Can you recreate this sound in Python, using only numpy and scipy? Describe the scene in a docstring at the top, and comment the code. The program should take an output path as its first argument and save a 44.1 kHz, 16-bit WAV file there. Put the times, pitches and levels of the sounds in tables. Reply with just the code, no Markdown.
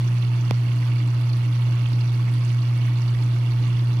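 """A dishwasher's drain pump running, with a stereo microphone close to the open wiring bay under the door.
The motor hums at twice the mains frequency, over a low cabinet rumble and faint whines from its
turning parts. Water churns and spatters behind the panels, mostly to the right, coloured by the sump
and the bay's steel walls. About half a second in, a small part gives one dry click near the microphone."""
import sys
import numpy as np
from scipy import signal
from scipy.io import wavfile

SR = 44100
rng = np.random.default_rng(int(sys.argv[2]) if len(sys.argv) > 2 else 0)


def int16_out(signal):
    """Quantize to a 16-bit WAV file."""
    q = np.round(np.clip(np.atleast_2d(signal).T, -1, 1) * 32767)
    wavfile.write(sys.argv[1], SR, q.astype(np.int16))


N = 176400
T = np.arange(N) / SR
MAINS_HZ = 59.96

# spectrum of the churning water: pitch_hz, relative_density_db
WATER_SPECTRUM = [(300, -17.5), (500, -0.5), (750, -1), (1100, 4), (1650, -3.5), (2200, -3.5), (2900, -4),
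                  (3900, -7.5), (4900, -9), (6100, -15), (7100, -20.5), (9000, -18), (11300, -17),
                  (13000, -25), (15500, -26.5)]


def from_db(db):
    """Decibels to gain."""
    return 10 ** (np.asarray(db) / 20)


def rms_one(x):
    """Scale to unit rms."""
    return x / np.sqrt(np.mean(x ** 2) + 1e-20)


def at_hz(points, hz):
    """Read a table along log frequency."""
    pitches, values = np.transpose(points)
    return np.interp(np.log(hz), np.log(pitches), values)


def drift(rate_hz):
    """A smooth random wander of unit rms, mostly slower than rate_hz."""
    step, settle = 40, 2000  # samples per point; points dropped while the filter settles
    pole = np.exp(-2 * np.pi * rate_hz * step / SR)
    white = rng.standard_normal(N // step + settle + 2)
    slow = signal.lfilter([1], [1, -2 * pole, pole * pole], white)[settle:]
    return np.interp(np.arange(N) / step, np.arange(len(slow)), rms_one(slow))


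def band(x, hz, octaves):
    """Band-pass around a centre."""
    edges = np.minimum(hz * 2 ** (np.array([-.5, .5]) * octaves), SR / 2 - 100)
    return signal.sosfilt(signal.butter(2, edges, "band", fs=SR, output="sos"), x)


def ring(x, hz, t60_s):
    """A damped resonance: a unit impulse sets a sine of height 1 ringing."""
    decay, angle = from_db(-60 / (t60_s * SR)), 2 * np.pi * hz / SR
    return signal.lfilter([0, np.sin(angle)], [1, -2 * decay * np.cos(angle), decay * decay], x + 1e-18)


def pan(left_over_right_db):
    """Left and right gains of constant total power."""
    return rms_one(from_db([[left_over_right_db / 2], [-left_over_right_db / 2]]))


def lean(hz):
    """Left and right gains at a pitch: the bass is nearly central, most treble comes from the right."""
    # the machine's balance at the microphone: pitch_hz, left_over_right_db
    balance = [(450, -1), (800, -5), (1250, -2), (2010, -8), (3330, -16.5), (4500, -10), (5700, -16),
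               (7300, -4), (9000, -14), (11200, -13), (13500, 1)]
    return pan(at_hz([(300, -1.1)] + list(balance), hz))


def place(pair, hz):
    """Two unrelated sounds become left and right, as alike and lopsided as the machine is at that pitch."""
    # how alike the two channels are: pitch_hz, likeness (held to 1 at most below)
    likeness = [(160, 0.64), (270, 1.1), (450, 0.6), (740, 1.15), (1220, -0.17), (2010, .5), (3330, 0.07),
                (5500, 0)]
    alike = np.clip(at_hz(likeness, hz), -1, 1)
    mid = np.sqrt(1 + alike) * pair[0]
    side = np.sqrt(1 - alike) * pair[1] * np.array([[1], [-1]])
    return lean(hz) * (mid + side)


def noise_bands(spectrum, centres):
    """Adjoining bands of stereo noise that follow a spectrum."""
    white = rng.standard_normal((2, 2, N + SR // 4))
    octaves = np.log2(centres[1] / centres[0])
    return [from_db(at_hz(spectrum, hz)) * place(band(white[k % 2], hz, octaves)[:, -N:], hz)
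            for k, hz in enumerate(centres)]


def tone(hz, rms_db, wander_hz=0):
    """A sine placed in the stereo field; its pitch may wander slowly."""
    turns = hz * T + np.cumsum(wander_hz * drift(1.6)) / SR + rng.random()
    return lean(hz) * np.sqrt(2) * from_db(rms_db) * np.sin(2 * np.pi * turns)


def strike(hits, modes):
    """Sharp contacts set damped modes ringing."""
    contacts = np.zeros(N)
    for start_s, db in hits:
        contacts[int(start_s * SR)] += from_db(db)
    return sum((-1) ** k * pan(side_db) * from_db(db) * ring(contacts, hz, t60_s)
               for k, (hz, db, t60_s, side_db) in enumerate(modes))


def rumble():
    """The uneven flow shakes the cabinet in lumps."""
    # spectrum of the shaking cabinet: pitch_hz, relative_density_db
    cabinet_spectrum = [(25, -21), (42, -11.5), (58, -3), (78, -7.5), (100, -3), (125, 5.5), (150, -3),
                        (175, -1.5), (215, -11.5), (262, -11), (300, -6.5), (400, -16.5), (600, -23.5)]
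    shaking = sum(noise_bands(cabinet_spectrum, np.geomspace(25, 640, 18)))
    lumps = from_db(1.5 * drift(rate_hz=7.6))
    return from_db(-40) * rms_one(shaking * lumps)


def wash():
    """Churning water: each band flickers, all surge together and throb with the hum, most near 2.5 kHz."""
    centres = np.geomspace(320, 15000, 26)
    surge_db = 0.85 * drift(rate_hz=36)
    throb = 0.24 * np.sin(2 * np.pi * 2 * MAINS_HZ * T)
    out = 0
    for hz, noise in zip(centres, noise_bands(WATER_SPECTRUM, centres)):
        depth = at_hz([(600, 0.29), (2500, 1), (6000, 0.92), (13000, 0.43)], hz)
        flicker_db = 2.5 * drift(rate_hz=35)
        out = out + noise * from_db(depth * (surge_db + flicker_db)) * (1 + depth * throb)
    return from_db(-45) * rms_one(out)


def drops():
    """Drops and bubbles of many sizes ring briefly, at pitches spread over three octaves."""
    drops_per_s, spread_db, t60_cycles = 900, 14, 47
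    pitches = np.geomspace(1500, 12000, 24)
    sizes = from_db(-spread_db * rng.random(N)) * rng.choice([-1, 1], (2, N))
    impacts = sizes * (rng.random(N) < drops_per_s / SR)
    pitch_index = rng.integers(0, len(pitches), N)
    out = 0
    for k, hz in enumerate(pitches):
        ringing = ring(impacts * (pitch_index == k), hz, t60_cycles / hz)
        gain = from_db(at_hz(WATER_SPECTRUM, hz)) * hz
        out = out + gain * place(band(ringing, hz, octaves=0.91), hz)
    return from_db(-52.5) * rms_one(out)


def splashes():
    """Single spurts swell and die within some milliseconds."""
    # the clearest splashes behind the panels: start_s, relative_level_db, pitch_hz
    spurts = [(0.075, -44, 5800), (0.222, -31.5, 3270), (0.407, -43, 5600), (0.759, -49, 7860),
              (0.824, -34, 2100), (0.879, -33, 1150), (0.914, -35, 2730), (0.999, -38, 2100),
              (1.073, -44, 7900), (1.209, -45, 10500), (1.293, -38, 4450), (1.330, -34.5, 4200),
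              (1.367, -44, 10100), (1.617, -37.5, 3370), (1.857, -32.5, 2880), (1.885, -46, 7940),
              (1.930, -37, 4350), (2.006, -36.5, 4300), (2.074, -39, 4450), (2.193, -35, 1100),
              (2.279, -38.5, 1900), (2.337, -42, 10000), (2.447, -41.5, 6940), (2.501, -34, 2750),
              (2.772, -44, 10000), (2.877, -37.5, 2020), (3.017, -39, 5400), (3.078, -38, 4400),
              (3.148, -35.5, 1990), (3.222, -39.5, 4370), (3.234, -43, 7900), (3.636, -38, 3400),
              (3.675, -44, 8000), (3.699, -39, 2890)]
    rise_s = 0.0028
    age = T[:SR // 10] / rise_s
    envelope = age * np.exp(1 - age) / 2
    out = np.zeros((2, N))
    for start_s, db, hz in spurts:
        spray = band(rng.standard_normal((2, len(age))), hz, octaves=0.44)
        start = int(start_s * SR)
        out[:, start:start + len(age)] += from_db(db) * rms_one(place(spray, hz)) * envelope
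    return out


def sloshes():
    """Now and then a larger gush of water swells and fades, spattering unevenly."""
    # the longer gushes: crest_s, level_db
    gushes = [(.88, -55), (1.46, -58), (1.80, -53), (2.42, -58), (2.86, -52), (3.72, -57)]
    swell_s, pitch_hz = 0.13, 2580
    swell = sum(from_db(db) * np.exp(-((T - crest_s) / swell_s) ** 2) for crest_s, db in gushes)
    water = place(band(rng.standard_normal((2, N)), pitch_hz, octaves=0.68), pitch_hz)
    spatter = from_db(3.5 * drift(rate_hz=40))
    return swell * rms_one(water) * spatter


def cavity(x):
    """The sump and panels lift some pitches and swallow one narrow band."""
    # resonances of the sump and panels: pitch_hz, width_hz, boost_db
    sump_resonances = [(890, 72, 4), (1136, 120, 2.5), (1950, 68, 3.5), (2230, 61, 7.5), (2758, 205, 6),
                       (3470, 220, 4), (3900, 110, -11.5), (4206, 150, 5.5), (4593, 170, 6), (5830, 200, 6),
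                       (6590, 160, 6), (7820, 98, 6)]
    for hz, width_hz, db in sump_resonances:
        resonance = signal.lfilter(*signal.iirpeak(hz, hz / width_hz, fs=SR), x)
        x = x + (from_db(db) - 1) * resonance
    return x


def walls(x):
    """A few early echoes of alternating sign ripple the spectrum; the power stays the same."""
    # echoes between the steel walls of the bay: delay_s, gain_db
    bay_echoes = [(.0047, -21), (.0083, -21.5), (.0131, -19), (.0193, -20.5), (.0277, -23), (.0389, -19)]
    out, power = x.copy(), 1
    for k, (delay_s, db) in enumerate(bay_echoes):
        lag = int(delay_s * SR)
        out[:, lag:] += (-1) ** k * from_db(db) * x[:, :-lag]
        power += from_db(db) ** 2
    return out / np.sqrt(power)


def click():
    """A bright tick and a dull knock from a small, heavily damped part close to the microphone."""
    # two contacts under a millisecond apart: start_s, level_db
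    contacts = [(0.509, -12), (0.50988, -9)]
    # the part's bright ring: pitch_hz, level_db, t60_s, left_over_right_db
    tick_modes = [(1830, -6, .002, 0), (2730, -6.5, 0.0047, -10), (4800, -8.5, 0.0021, -18),
                  (7240, -14, 0.00067, -4), (11200, -18.5, 0.0013, -14)]
    # the dull knock under it: pitch_hz, level_db, t60_s, left_over_right_db
    knock_modes = [(185, -10.5, 0.021, -19), (477, -14, 0.013, -1), (910, -10, .0055, -11.5)]
    knock_s, low_cut_hz = 0.5098, 80
    body = strike(contacts, tick_modes) - strike([(knock_s, 0)], knock_modes)
    return signal.sosfilt(signal.butter(2, low_cut_hz, "high", fs=SR, output="sos"), body)


def motor():
    """The pump motor's magnetic hum and weak buzz, and the wavering whines of its turning parts."""
    # mains harmonics around the hum: mains_multiple, level_db
    harmonics = [(1, -58.5), (3, -49), (4, -52.5), (6, -55), (7, -76), (9, -73.5), (11, -66.5), (15, -63),
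                 (17, -77), (21, -64.5), (23, -63.5), (25, -73)]
    # tones of the shaft, bearings and impeller: pitch_hz, level_db
    rotor_tones = [(94.7, -63), (189.2, -54.5), (287.3, -55.5), (294.0, -51), (331.1, -63), (352.7, -66),
                   (646, -71.5), (705.2, -73)]
    hum = tone(2 * MAINS_HZ, rms_db=-19.5 + 0.28 * drift(rate_hz=10))
    buzz = sum(tone(multiple * MAINS_HZ, db + 2 * drift(rate_hz=5.5)) for multiple, db in harmonics)
    whine = sum(tone(hz, db + 3 * drift(rate_hz=7.5), wander_hz=0.597) for hz, db in rotor_tones)
    return hum + buzz + whine


def scene():
    """Motor, rumble and click reach the microphone directly; the water comes through the sump and bay."""
    machine = motor() + rumble()
    water = wash() + drops() + splashes() + sloshes()
    return machine + walls(cavity(water)) + click()


def record(dry):
    """The recorder cuts the highest treble steeply."""
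    cutoff_hz = 15750
    return signal.sosfilt(signal.ellip(12, .1, 80, cutoff_hz, fs=SR, output="sos"), dry)


dry = scene()
out = record(dry)
int16_out(out)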